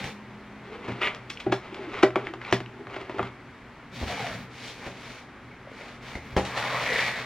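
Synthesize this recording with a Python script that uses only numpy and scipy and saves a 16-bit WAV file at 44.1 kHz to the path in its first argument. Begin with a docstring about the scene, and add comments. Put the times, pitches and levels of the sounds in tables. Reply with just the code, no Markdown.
"""A small furnished room hums; a hand brushes a cardboard box and a faint low tone dies away.
From 0.6 s a plastic keyboard is pushed across a desk, close by: friction makes its feet groan, skid and
squeak, and its knocks excite the modes of case and desk and rattle the keycaps. From 3.9 s two hands rub
and bump the box, ringing its panels, then lift it with short creaks. Its edge drags faintly; near 6.4 s
it is set down with a thud and swivelled, its base scraping and its edge snagging on the desk top."""
import sys
import numpy as np
from scipy import signal
from scipy.fft import rfft, irfft
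from scipy.io import wavfile
from scipy.ndimage import uniform_filter1d, map_coordinates

SR = 44100
rng = np.random.default_rng(int(sys.argv[2]) if len(sys.argv) > 2 else 0)


def waveform_to_disk(signal):
    """Save audio, clipped to [-1, 1], as 16-bit WAV at the path in sys.argv[1]."""
    frames = np.transpose(np.atleast_2d(signal))
    scaled = np.clip(frames, -1, 1) * 32767
    samples = np.round(scaled).astype(np.int16)
    wavfile.write(sys.argv[1], SR, samples)


N = 319748
T = np.arange(N) / SR
HIT_T = T[:SR // 2]  # time axis of one impulse response

# spectrum of the room's soft rush: frequency_hz, level_db
ROOM_SPECTRUM = [(15, -44), (25, -48), (45, -3.5), (114, -6), (285, -2), (316, -6.5), (609, -10),
                 (750, -9.5), (950, -9), (2250, -12), (2600, -17.5), (4200, -27.5), (13000, -53.5)]
# resonances of the hum: pitch_hz, level_db, t60_s
HUM_MODES = [(123.6, 3.5, 0.61), (240, 3.5, 0.27), (381.8, 1.5, 0.25)]
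# spectrum of the difference between two microphone ports: frequency_hz, level_db
SIDE_SPECTRUM = [(60, -71), (250, -20), (1000, -15), (2200, -16), (4000, -6.5), (8000, 2.5), (15000, 7)]

# strokes of the palms on cardboard: start_s, length_s, rub_db, hiss_db, rumble_db
STROKES = [(-0.08, 0.22, -42, -46, -41.5), (3.913, 0.21, -45.5, -45, -40.5),
           (4.064, 0.084, -39.5, -44, -47), (4.088, 0.29, -38, -43.5, -41),
           (4.298, 0.17, -47, -54.5, -42.5), (4.487, 0.33, -49, -48.5, -74), (4.622, .11, -64, -52, -65),
           (4.768, .16, -45.5, -51.5, -47), (4.896, 0.36, -49.5, -50.5, -63),
           (5.681, 0.31, -47.5, -54, -75), (6, 0.19, -46.5, -50.5, -50), (6.178, 0.27, -51.5, -58.5, -47)]
# spectrum of skin rubbing cardboard: frequency_hz, level_db
PALM_SPECTRUM = [(210, -30), (350, -20), (473, 5.5), (572, -1.5), (761, -1), (1050, -2.5), (2310, -1),
                 (2580, -7), (3660, -15.5), (5890, -26), (9940, -41), (15500, -51.5)]
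# spectrum of the hollow box's rumble: frequency_hz, level_db
RUMBLE_SPECTRUM = [(25, -101), (50, -2), (100, -5.5), (125, 14), (150, 1.5), (250, 6.5), (500, -41.5)]
# fingertip taps on the lifted box: start_s, level_db, pitch_hz
TAPS = [(5.672, -37, 565), (5.716, -38, 490), (5.81, -36.5, 560)]
# three short creaks, then a faint long rasp of the box's edge dragging: start_s, length_s, level_db
CREAKS_AND_DRAG = [(5.51, 0.022, -50), (5.707, 0.021, -46.5), (5.796, .025, -46), (6.036, 0.43, -59)]
# blows on the box: start_s, slap_db, snap_db, panel_db, thud_db, chatter_s
BUMPS = [(0.042, -45, -40, -52, -44, 0.006), (4.014, -37.5, -70, -60, -38, 0.03),
         (4.027, -43, -66, -45, -31, 0.0034), (4.865, -38.5, -46, -46, -47, 0.014),
         (6.154, -40.5, -48.5, -64, -37, 0.004), (6.327, -59, -70, -54, -41, 0.0035),
         (6.366, -25, -35, -25.5, -26.5, 0.003), (6.378, -61, -38, -25.5, -60, 0.0034),
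         (6.451, -40, -39.5, -56, -60, 0.0026), (6.577, -56, -38, -56, -55, 0.0099)]
# spectrum of a slap on cardboard: frequency_hz, level_db
SLAP_SPECTRUM = [(260, 0), (450, 1.5), (797, -2), (1130, -12), (1950, -15.5), (2620, -25.5), (5700, -37),
                 (15000, -65)]
# modes of the cardboard panels: pitch_hz, level_db, t60_s
PANEL_MODES = [(194.3, -1.5, 0.47), (288, 1, 0.14), (386, 12, 0.014), (550, 4, 0.048), (599, -5, 0.1),
               (840, 13, 0.012)]
# modes of the loaded box on the desk: pitch_hz, level_db, t60_s
THUD_MODES = [(54.6, 16.5, 0.081), (76, 8.5, 0.33), (125.4, -1, 0.8), (193, 3, 0.12)]
# strength of the scrape as the box turns: time_s, level_db
SCRAPE_CURVE = [(6.47, -40), (6.528, -37.5), (6.586, -29), (6.608, -33), (7.07, -30.5), (7.118, -35.5),
                (7.21, -35)]
# spectrum of cardboard scraping the desk: frequency_hz, level_db
SCRAPE_SPECTRUM = [(150, -35), (250, -2.5), (341, -14), (499, -1), (1140, -1.5), (1640, -5.5), (1950, -5.5),
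                   (2400, -12), (4320, -25.5), (10200, -49.5), (15500, -56.5)]
# the box's hollow resonance, sinking as its weight shifts: time_s, pitch_hz, relative_db
HOLLOW_GLIDE = [(6.58, 716, -32), (6.72, 690, -7), (6.83, 535, -12), (6.92, 522, -0.5), (7.05, 513, -20)]
# snags of the box's edge on the desk: start_s, level_db, pitch_hz
SNAGS = [(6.153, -32, 2010), (6.903, -24, 2200), (6.921, -22, 2060), (6.998, -24, 1870)]

# pushes that slide the keyboard: start_s, length_s, rustle_db, drone_db
PUSHES = [(0.622, 0.31, -47.5, -47), (0.831, 0.35, -43, -45.5), (1.026, 0.44, -58, -67),
          (1.576, 0.53, -44, -45), (1.917, 0.11, -36, -64), (2.162, 0.15, -44.5, -40.5),
          (2.406, 0.14, -39, -53), (2.653, 0.25, -59, -45), (2.89, 0.18, -41, -48.5),
          (3.064, 0.24, -42.5, -40)]
# spectrum of plastic sliding on the desk: frequency_hz, level_db
SLIDE_SPECTRUM = [(260, -12), (450, -3), (951, -5.5), (1280, -2), (1710, -10.5), (2100, -3.5),
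                  (3950, -17.5), (15000, -57.5)]
# groans of the rubber feet: start_s, length_s, level_db, from_hz, to_hz
GROANS = [(0.657, 0.15, -45.5, 425, 487), (1.717, 0.032, -37, 320, 372), (1.818, 0.099, -36.5, 365, 290),
          (1.873, .12, -39.5, 406, 395), (2.254, 0.15, -40, 300, 375)]
# spectrum of a skidding foot: frequency_hz, level_db
SKID_SPECTRUM = [(120, -51), (200, -10), (363, -2.5), (512, -11), (1090, 0), (1260, -5), (1720, -9.5),
                 (2510, -1.5), (3200, -7.5), (4600, -24.5), (11400, -51), (15000, -96)]
# tiny squeaks of the feet catching on the desk: start_s, level_db, pitch_hz
SQUEAKS = [(0.848, -32, 2250), (1.0725, -13, 2084), (1.08, -24, 2250), (1.373, -28.5, 2660),
           (2.105, -28.5, 1980), (2.27, -22, 1870), (2.4155, -25, 1930), (2.45, -24, 2480),
           (2.513, -39, 6000), (2.661, -34, 2600)]
# rattles of loose keycaps: start_s, level_db
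RATTLES = [(1.303, -44), (1.398, -51), (1.525, -44), (2.036, -65), (2.527, -39.5)]
# modes of the keycaps: pitch_hz, level_db, t60_s
KEY_MODES = [(3530, 2.5, 0.0065), (4020, -5, 0.0077), (5200, -2, 0.0072)]
# knocks of the keyboard on the desk: start_s, clack_db, snap_db, case_db, shell_db, desk_db, chatter_s
KNOCKS = [(0.885, -38, -45.5, -31, -48, -33, 0.028), (0.92, -53, -52, -53, -60, -33, 0.0041),
          (1.148, -67, -46, -67, -80, -70, 0.0011), (1.302, -67, -35.5, -45, -49, -74, 0.0069),
          (1.402, -48, -40.5, -63, -60, -70, 0.011), (1.465, -40, -56, -17.5, -56, -30.5, 0.015),
          (1.497, -54, -58, -25.5, -60, -35, .003), (1.524, -26, -32.5, -16.5, -47, -36, 0.0095),
          (1.745, -63, -44, -53, -67, -77, 0.004), (2.03, -23, -31, -25, -45, -60, 0.0082),
          (2.033, -20, -28, -8.5, -28.5, -33, 0.0035), (2.158, -25, -43.5, -32.5, -28, -65, 0.0025),
          (2.163, -42, -43, -18.5, -47, -43, 0.0039), (2.338, -39.5, -48.5, -37.5, -53, -68, 0.0049),
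          (2.526, -23, -25.5, -16, -32, -25, 0.0017), (2.604, -39.5, -46, -33, -60, -41, 0.00096),
          (2.87, -43, -57, -51, -65, -48, 0.002), (2.942, -43.5, -54, -53, -58, -54, 0.0032),
          (2.964, -38.5, -48, -32, -54, -54, 0.0055), (3.014, -50, -51, -40, -59, -70, 0.0038),
          (3.096, -37, -51, -31, -52, -67, 0.0036), (3.184, -37, -50, -32, -54, -44, 0.0062),
          (3.194, -25.5, -63, -24.5, -38, -35, 0.0057), (3.229, -40, -54, -35, -39.5, -33.5, 0.0037)]
# spectrum of a plastic clack: frequency_hz, level_db
CLACK_SPECTRUM = [(260, -38.5), (450, -3.5), (700, -6), (1190, -10.5), (2100, -16), (3030, -25),
                  (5500, -38), (7000, -43), (10000, -57.5), (15000, -55.5)]
# low modes of the keyboard's case: pitch_hz, level_db, t60_s
CASE_MODES = [(257, -6, 0.078), (360, 8.5, 0.036), (393, 4.5, 0.13), (625, -8, 0.11), (843, 3.5, 0.035)]
# higher modes of its plastic shell: pitch_hz, level_db, t60_s
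SHELL_MODES = [(960, -3, 0.061), (1108, 5.5, 0.076), (1178, 11.5, 0.074), (1310, -7.5, 0.025),
               (1920, 1, 0.08), (2100, 0, 0.074), (2670, -4.5, 0.057), (3350, -2.5, 0.057)]
# modes of the desk top: pitch_hz, level_db, t60_s
DESK_MODES = [(92.4, -8, 0.07), (123.4, 8.5, 0.42), (190.6, 10.5, 0.15), (241, 9.5, 0.16)]
# damping by the hands, from which only a hard landing shakes free: case_db, t60_s
HAND_DAMPING = [(-17, 0.36), (-12, 2.7)]

LEAD_IN_S = .008  # a brief swell of noise leads into each hit and softens its attack
PUSH_SHAPE, STROKE_SHAPE = 0.5, 0.84  # lower exponents hold a movement's speed for longer


def undb(db):
    """Amplitude grows tenfold for every 20 dB."""
    return 10 ** (np.asarray(db) / 20)


def unit(x, size=None):
    """Normalisation to rms 1, over the first size samples or over all."""
    return x / np.sqrt(np.mean(x[:size] ** 2) + 1e-30)


def through(x, response):
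    """A linear system convolves its input with its impulse response."""
    return signal.fftconvolve(x, response)[:len(x)]


def colour(x, spectrum):
    """Minimum-phase filtering: the folded cepstrum of a spectrum gives a causal response."""
    hz, db = np.transpose(spectrum)
    grid_hz = np.linspace(1, SR / 2, 2 ** 12 + 1)
    gain = undb(np.interp(np.log(grid_hz), np.log(np.sort(hz)), db))
    cepstrum = irfft(np.log(gain))
    fold = 1 + np.sign(np.fft.fftfreq(len(cepstrum)))
    return through(x, irfft(np.exp(rfft(cepstrum * fold))))


def band(x, hz, kind, order=2):
    """Maximally flat low-pass or high-pass filtering."""
    return signal.sosfilt(signal.butter(order, min(hz, SR / 2 - 1), kind, fs=SR, output="sos"), x)


def add(out, start_s, sound):
    """Superposition: a sound adds to what is already there."""
    start = max(int(start_s * SR), 0)
    out[start:start + len(sound)] += sound[:N - start]


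def fade(t60_s):
    """Exponential damping by 60 dB in t60_s."""
    return np.exp(-np.log(1000) * HIT_T / t60_s)


def arch(start_s, length_s, shape):
    """Speed of an arm movement: a half sine from rest to rest, raised to a power."""
    progress = np.clip((T - start_s) / length_s, 0, 1)
    return np.maximum(np.sin(np.pi * progress), 0) ** shape


def held(start_s, length_s, attack_s, release_s):
    """Envelope with a linear rise, a hold and an exponential decay."""
    rise = np.clip((T - start_s) / attack_s, 0, 1)
    return rise * np.exp(-np.maximum(T - start_s - length_s, 0) / release_s)


def drift(rate_hz):
    """Smoothed random steps give a slow fluctuation of rms 1."""
    step = int(SR / rate_hz)
    steps = np.repeat(rng.standard_normal(N // step + 1), step)
    return unit(uniform_filter1d(steps, step)[:N])


def ring(modes):
    """Modal synthesis: an impulse response is a sum of damped sinusoids."""
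    return sum(undb(db) * fade(t60_s) * np.sin(2 * np.pi * hz * HIT_T) for hz, db, t60_s in modes)


def struck(modes, lowest_hz):
    """Free vibration of a struck body, which radiates little below its lowest mode."""
    return unit(band(ring(modes), lowest_hz, "high"), size=1024)


def elsewhere(modes, detune=.025, spread_db=3):
    """Random variation of the modes' pitch and level stands for a different point of impact."""
    chance = rng.standard_normal((len(modes), 2))
    return [(hz * (1 + detune * sharper), db + spread_db * louder, t60_s)
            for (hz, db, t60_s), (sharper, louder) in zip(modes, chance)]


def resonance(x, hz, width_hz):
    """Forced resonance with a movable centre: shift down to 0 Hz, low-pass, shift back."""
    carrier = np.exp(2j * np.pi * np.cumsum(hz * np.ones(N)) / SR)
    return unit(np.real(carrier * band(x / carrier, width_hz / 2, "low")))


def slips(rate_hz, spread_db, patchy_db, patch_hz):
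    """Friction is a random train of tiny slips, uneven in size and stronger in patches."""
    clicks = (rng.random(N) < rate_hz / SR) * rng.choice([-1, 1], N)
    sizes = undb(spread_db * np.minimum(rng.exponential(size=N), 5))
    return unit(clicks * sizes * undb(patchy_db * drift(patch_hz)))


def blips(contacts, rise_s, grit_db):
    """Impulse excitation: each gritty contact drives one resonance that swells and dies at once."""
    out = np.zeros(N)
    swell = HIT_T / rise_s * np.exp(1 - HIT_T / rise_s)
    for start_s, db, hz in contacts:
        roughness = undb(grit_db) * rng.standard_normal(len(HIT_T)) * fade(0.025)
        force = signal.unit_impulse(len(HIT_T)) + roughness
        add(out, start_s, undb(db) * through(force, swell * np.sin(2 * np.pi * hz * HIT_T)))
    return out


def impact(spectrum, body_db, snap_db, chatter_s, chatter_db, tail_db, tail_t60_s, lowest_hz):
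    """A brief force is broadband: a swell of noise leads into a hit that snaps, chatters and rings."""
    chatter, tail = rng.standard_normal((2, len(HIT_T)))
    since_s = HIT_T - LEAD_IN_S
    swell = np.exp(-np.maximum(since_s, -since_s / .35) / chatter_s)  # rises faster than it falls
    force = undb(chatter_db) * chatter * swell + undb(tail_db) * tail * (since_s > 0) * fade(tail_t60_s)
    force[int(LEAD_IN_S * SR)] += 1
    radiated = band(colour(force, spectrum), lowest_hz, "high", order=3)
    body, snap = band(radiated, 2660, "low", order=4), band(radiated, 2480, "high", order=4)
    return undb(body_db) * unit(body, size=768) + undb(snap_db) * unit(snap, size=768)


def room_tone(tone_hz=208.3):
    """Background noise: a broadband rush, a wavering narrow-band hum and a low tone that dies away."""
    rush = unit(colour(rng.standard_normal(N), ROOM_SPECTRUM)) * undb(0.25 * drift(0.62))
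    hum = unit(through(rng.standard_normal(N), ring(HUM_MODES)))
    envelope = held(0, 0.36, attack_s=0.0061, release_s=0.55) * undb(2.0 * drift(24.1))
    tone = envelope * np.sin(2 * np.pi * tone_hz * T + 0.22 * drift(35))
    return undb(-47) * rush + undb(-52) * hum + undb(-44.5) * tone


def reverberation(x, wet_db, low_t60_s, high_t60_s):
    """The diffuse field of a furnished room decays exponentially, at its own rate in each of two bands."""
    noise = rng.standard_normal(len(HIT_T))
    low = band(noise, 1800, "low", order=1) * fade(low_t60_s)
    high = band(noise, 3300, "high", order=1) * fade(high_t60_s)
    tail = (low + high) * np.clip(HIT_T / 0.0077 - .5, 0, 1)  # reflections take milliseconds to arrive
    return undb(wet_db) * through(x, tail / np.linalg.norm(tail))


def stereo_ports(x, diffuse_db, left_lead_s, tilt_db=0.27):
    """Scattering decorrelates two close microphone ports in the treble; the bass stays alike."""
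    scatter = rng.standard_normal(len(HIT_T)) * fade(.13)
    side = undb(diffuse_db) * colour(through(x, scatter / np.linalg.norm(scatter)), SIDE_SPECTRUM)
    delayed = map_coordinates(x, [(T - left_lead_s) * SR], order=3)
    return np.array([x * undb(tilt_db) + side, delayed * undb(-tilt_db) - side])


def rubbed_cardboard(friction, spectrum, rub_gain, hiss_gain, rumble_gain):
    """Friction drives three bands: the panels rustle, the paper face hisses, the hollow box rumbles."""
    rub = colour(friction, spectrum)
    rustle, hiss = band(rub, 2880, "low", order=4), band(rub, 3480, "high", order=4)
    rumble = colour(friction, RUMBLE_SPECTRUM)
    return rub_gain * unit(rustle) + hiss_gain * unit(hiss) + rumble_gain * unit(rumble)


def palm_strokes():
    """Friction noise follows the palms' speed; pressure brings out a resonance of the panels."""
    rub_gain, hiss_gain, rumble_gain = np.zeros((3, N))
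    for start_s, length_s, rub_db, hiss_db, rumble_db in STROKES:
        speed = arch(start_s, length_s, STROKE_SHAPE)
        rub_gain += undb(rub_db) * speed
        hiss_gain += undb(hiss_db) * speed
        rumble_gain += undb(rumble_db) * speed
    friction = slips(rate_hz=6000, spread_db=2.5, patchy_db=.8, patch_hz=90)
    tugs = slips(rate_hz=900, spread_db=2, patchy_db=1, patch_hz=30)
    panel = resonance(tugs, hz=710 * (1 + 0.12 * drift(12)), width_hz=122)
    pressure = rub_gain / rub_gain.max()
    rub = rubbed_cardboard(friction, PALM_SPECTRUM, rub_gain, hiss_gain, rumble_gain)
    return rub + undb(0.5) * pressure * rub_gain * panel


def box_handling():
    """Fingertips tap; friction drives a resonance in three short creaks, then as the box's edge drags."""
    envelope = sum(undb(db) * arch(start_s, length_s, 0.74) for start_s, length_s, db in CREAKS_AND_DRAG)
    friction = slips(rate_hz=1200, spread_db=1.5, patchy_db=1, patch_hz=100)
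    return blips(TAPS, rise_s=0.002, grit_db=-29) + envelope * resonance(friction, hz=2245, width_hz=150)


def box_bumps():
    """Impacts of fingers and desk slap the cardboard and excite the modes of the panels and whole box."""
    out = np.zeros(N)
    panels, thud = struck(PANEL_MODES, lowest_hz=181), struck(THUD_MODES, lowest_hz=41.7)
    for start_s, slap_db, snap_db, panel_db, thud_db, chatter_s in BUMPS:
        slap = impact(SLAP_SPECTRUM, slap_db, snap_db, chatter_s,
                      chatter_db=-3, tail_db=-4.5, tail_t60_s=0.21, lowest_hz=215)
        add(out, start_s - LEAD_IN_S, slap)
        add(out, start_s, undb(panel_db) * panels - undb(thud_db) * thud)
    return out


def dust_ticks():
    """Sparse impulses: specks tick under the box, the louder the faster it turns."""
    time_s, level_db = np.transpose(SCRAPE_CURVE)
    speed = undb(np.interp(T, time_s, level_db)) * (T > time_s[0])
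    ticks = slips(rate_hz=130, spread_db=3, patchy_db=2, patch_hz=20)
    return undb(-25) * speed * resonance(ticks, hz=3560, width_hz=3400)


def box_swivel(attack_s=0.097, bite_s=6.995, bite_width_s=0.22):
    """Sliding friction under the turning box forces resonances of its edge, hollow and bottom panel."""
    time_s, level_db = np.transpose(SCRAPE_CURVE)
    start_s = time_s[0] - attack_s
    gate = held(start_s, time_s[-1] - start_s, attack_s, release_s=0.04)
    envelope = undb(np.interp(T, time_s, level_db)) * gate
    # late in the turn the edge bites into the desk: rasp and hiss grow as the flat scrape gives way
    bite = np.exp(-((T - bite_s) / bite_width_s) ** 2)
    friction = slips(rate_hz=3000, spread_db=2.7, patchy_db=.9, patch_hz=110)
    catches = slips(rate_hz=1000, spread_db=2.2, patchy_db=1.6, patch_hz=110)
    rub = rubbed_cardboard(friction, SCRAPE_SPECTRUM, rub_gain=undb(-1.5 - 3 * bite),
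                           hiss_gain=undb(-9.5 + 4 * bite), rumble_gain=undb(-11.5))
    edge_hz = 2020 * (1 + .045 * drift(22))  # shifts with the point of contact
    edge = undb(-7 + 9.5 * bite) * resonance(catches, edge_hz, width_hz=630)
    glide_s, glide_hz, glide_db = np.transpose(HOLLOW_GLIDE)
    hollow = resonance(catches, np.interp(T, glide_s, glide_hz), width_hz=125)
    hollow *= undb(np.interp(T, glide_s, glide_db))
    bottom = resonance(catches, hz=1110, width_hz=150)
    bottom *= undb(-4.5) * arch(start_s=6.68, length_s=.12, shape=STROKE_SHAPE)
    return envelope * (rub + hollow + bottom + edge) + blips(SNAGS, rise_s=0.00092, grit_db=-15.5)


def keyboard_slide():
    """Sliding friction rustles with each push and drives the case's modes into a drone."""
    rustle_gain, drone_gain = np.zeros((2, N))
    for start_s, length_s, rustle_db, drone_db in PUSHES:
        speed = arch(start_s, length_s, PUSH_SHAPE)
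        rustle_gain += undb(rustle_db) * speed
        drone_gain += undb(drone_db) * speed
    friction = slips(rate_hz=4000, spread_db=2.5, patchy_db=2, patch_hz=45)
    drag = slips(rate_hz=600, spread_db=3, patchy_db=2, patch_hz=24)
    drone = unit(through(drag, struck(CASE_MODES, lowest_hz=200)))
    return rustle_gain * unit(colour(friction, SLIDE_SPECTRUM)) + drone_gain * drone


def foot_groans():
    """Friction drives a narrow resonance of a rubber foot; the pitch glides as its load changes."""
    out = np.zeros(N)
    drag = slips(rate_hz=1500, spread_db=1, patchy_db=1, patch_hz=40)
    for start_s, length_s, db, from_hz, to_hz in GROANS:
        pitch_hz = np.interp(T, [start_s, start_s + length_s], [from_hz, to_hz])
        out += undb(db) * arch(start_s, length_s, PUSH_SHAPE) * resonance(drag, pitch_hz, width_hz=36)
    return out


def foot_skid(start_s=1.0125, length_s=0.061, judder_hz=204, sag_db_per_s=52):
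    """Stick-slip oscillation: one foot judders unevenly, rings the shell and weakens until it grips."""
    cycle = np.cumsum(judder_hz * (1 + .22 * drift(120))) / SR % 1
    friction = slips(rate_hz=14000, spread_db=.5, patchy_db=.3, patch_hz=200)
    sag = undb(-sag_db_per_s * np.maximum(T - start_s, 0))
    force = held(start_s, length_s, attack_s=0.0011, release_s=0.022) * sag
    judder = unit(friction * np.exp(-cycle / .6)) * force  # one decaying burst per cycle
    rasp = colour(signal.unit_impulse(len(HIT_T)), SKID_SPECTRUM)
    shell = band(ring(SHELL_MODES), 1540, "high", order=3)
    response = undb(-25.5) * rasp / np.linalg.norm(rasp) + undb(-29) * shell / np.linalg.norm(shell)
    return through(judder, response)


def key_rattle():
    """Repeated collisions: jolted keycaps click against their stems, ring and settle."""
    out = np.zeros(N)
    clicks = slips(rate_hz=900, spread_db=2, patchy_db=1, patch_hz=100)
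    for start_s, db in RATTLES:
        keys = unit(through(clicks, ring(elsewhere(KEY_MODES))))
        out += undb(db) * held(start_s, length_s=0.013, attack_s=0.011, release_s=0.03) * keys
    return out


def keyboard_knocks(flat_share=0.16, seat_s=0.0095, swing_up_s=0.0041):
    """Each impact clacks the plastic and sets the case, shell and desk top in damped free vibration."""
    out = np.zeros(N)
    case, desk = struck(CASE_MODES, lowest_hz=255), struck(DESK_MODES, lowest_hz=65.5)
    lag_s = flat_share * seat_s * (1 - np.exp(-HIT_T / seat_s))  # the case rings flat until its feet seat
    case = np.interp(HIT_T - lag_s, HIT_T, case)
    case *= 1 - np.exp(-HIT_T / swing_up_s)
    for start_s, clack_db, snap_db, case_db, shell_db, desk_db, chatter_s in KNOCKS:
        clack = impact(CLACK_SPECTRUM, clack_db, snap_db, chatter_s,
                       chatter_db=-17.5, tail_db=-19, tail_t60_s=0.081, lowest_hz=467)
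        shell = struck(elsewhere(SHELL_MODES), lowest_hz=890)
        damping = fade(np.interp(case_db, *np.transpose(HAND_DAMPING)))
        add(out, start_s - LEAD_IN_S, clack)
        add(out, start_s, damping * (undb(case_db) * case + undb(shell_db) * shell) + undb(desk_db) * desk)
    return out


def scene():
    """Direct sound, reverberation and background superpose; the keyboard lies slightly to the left."""
    keyboard = keyboard_knocks() + key_rattle() + keyboard_slide() + foot_groans() + foot_skid()
    keyboard += blips(SQUEAKS, rise_s=0.00026, grit_db=-17)
    box = box_bumps() + palm_strokes() + box_handling() + box_swivel() + dust_ticks()
    keyboard += reverberation(band(keyboard, 510, "high"), wet_db=-8.5, low_t60_s=0.21, high_t60_s=0.17)
    box += reverberation(band(box, 223, "high"), wet_db=-5, low_t60_s=0.27, high_t60_s=0.29)
    return (stereo_ports(keyboard, diffuse_db=-7, left_lead_s=.00003)
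            + stereo_ports(box + room_tone(), diffuse_db=0, left_lead_s=0))


def record(dry):
    """Saturation and band limiting: peaks stop at full scale, then a steep low-pass cuts at 15.9 kHz."""
    return signal.sosfilt(signal.ellip(10, .2, 80, 15900, fs=SR, output="sos"), np.clip(dry, -1, 1))


dry = scene()
out = record(dry)
waveform_to_disk(out)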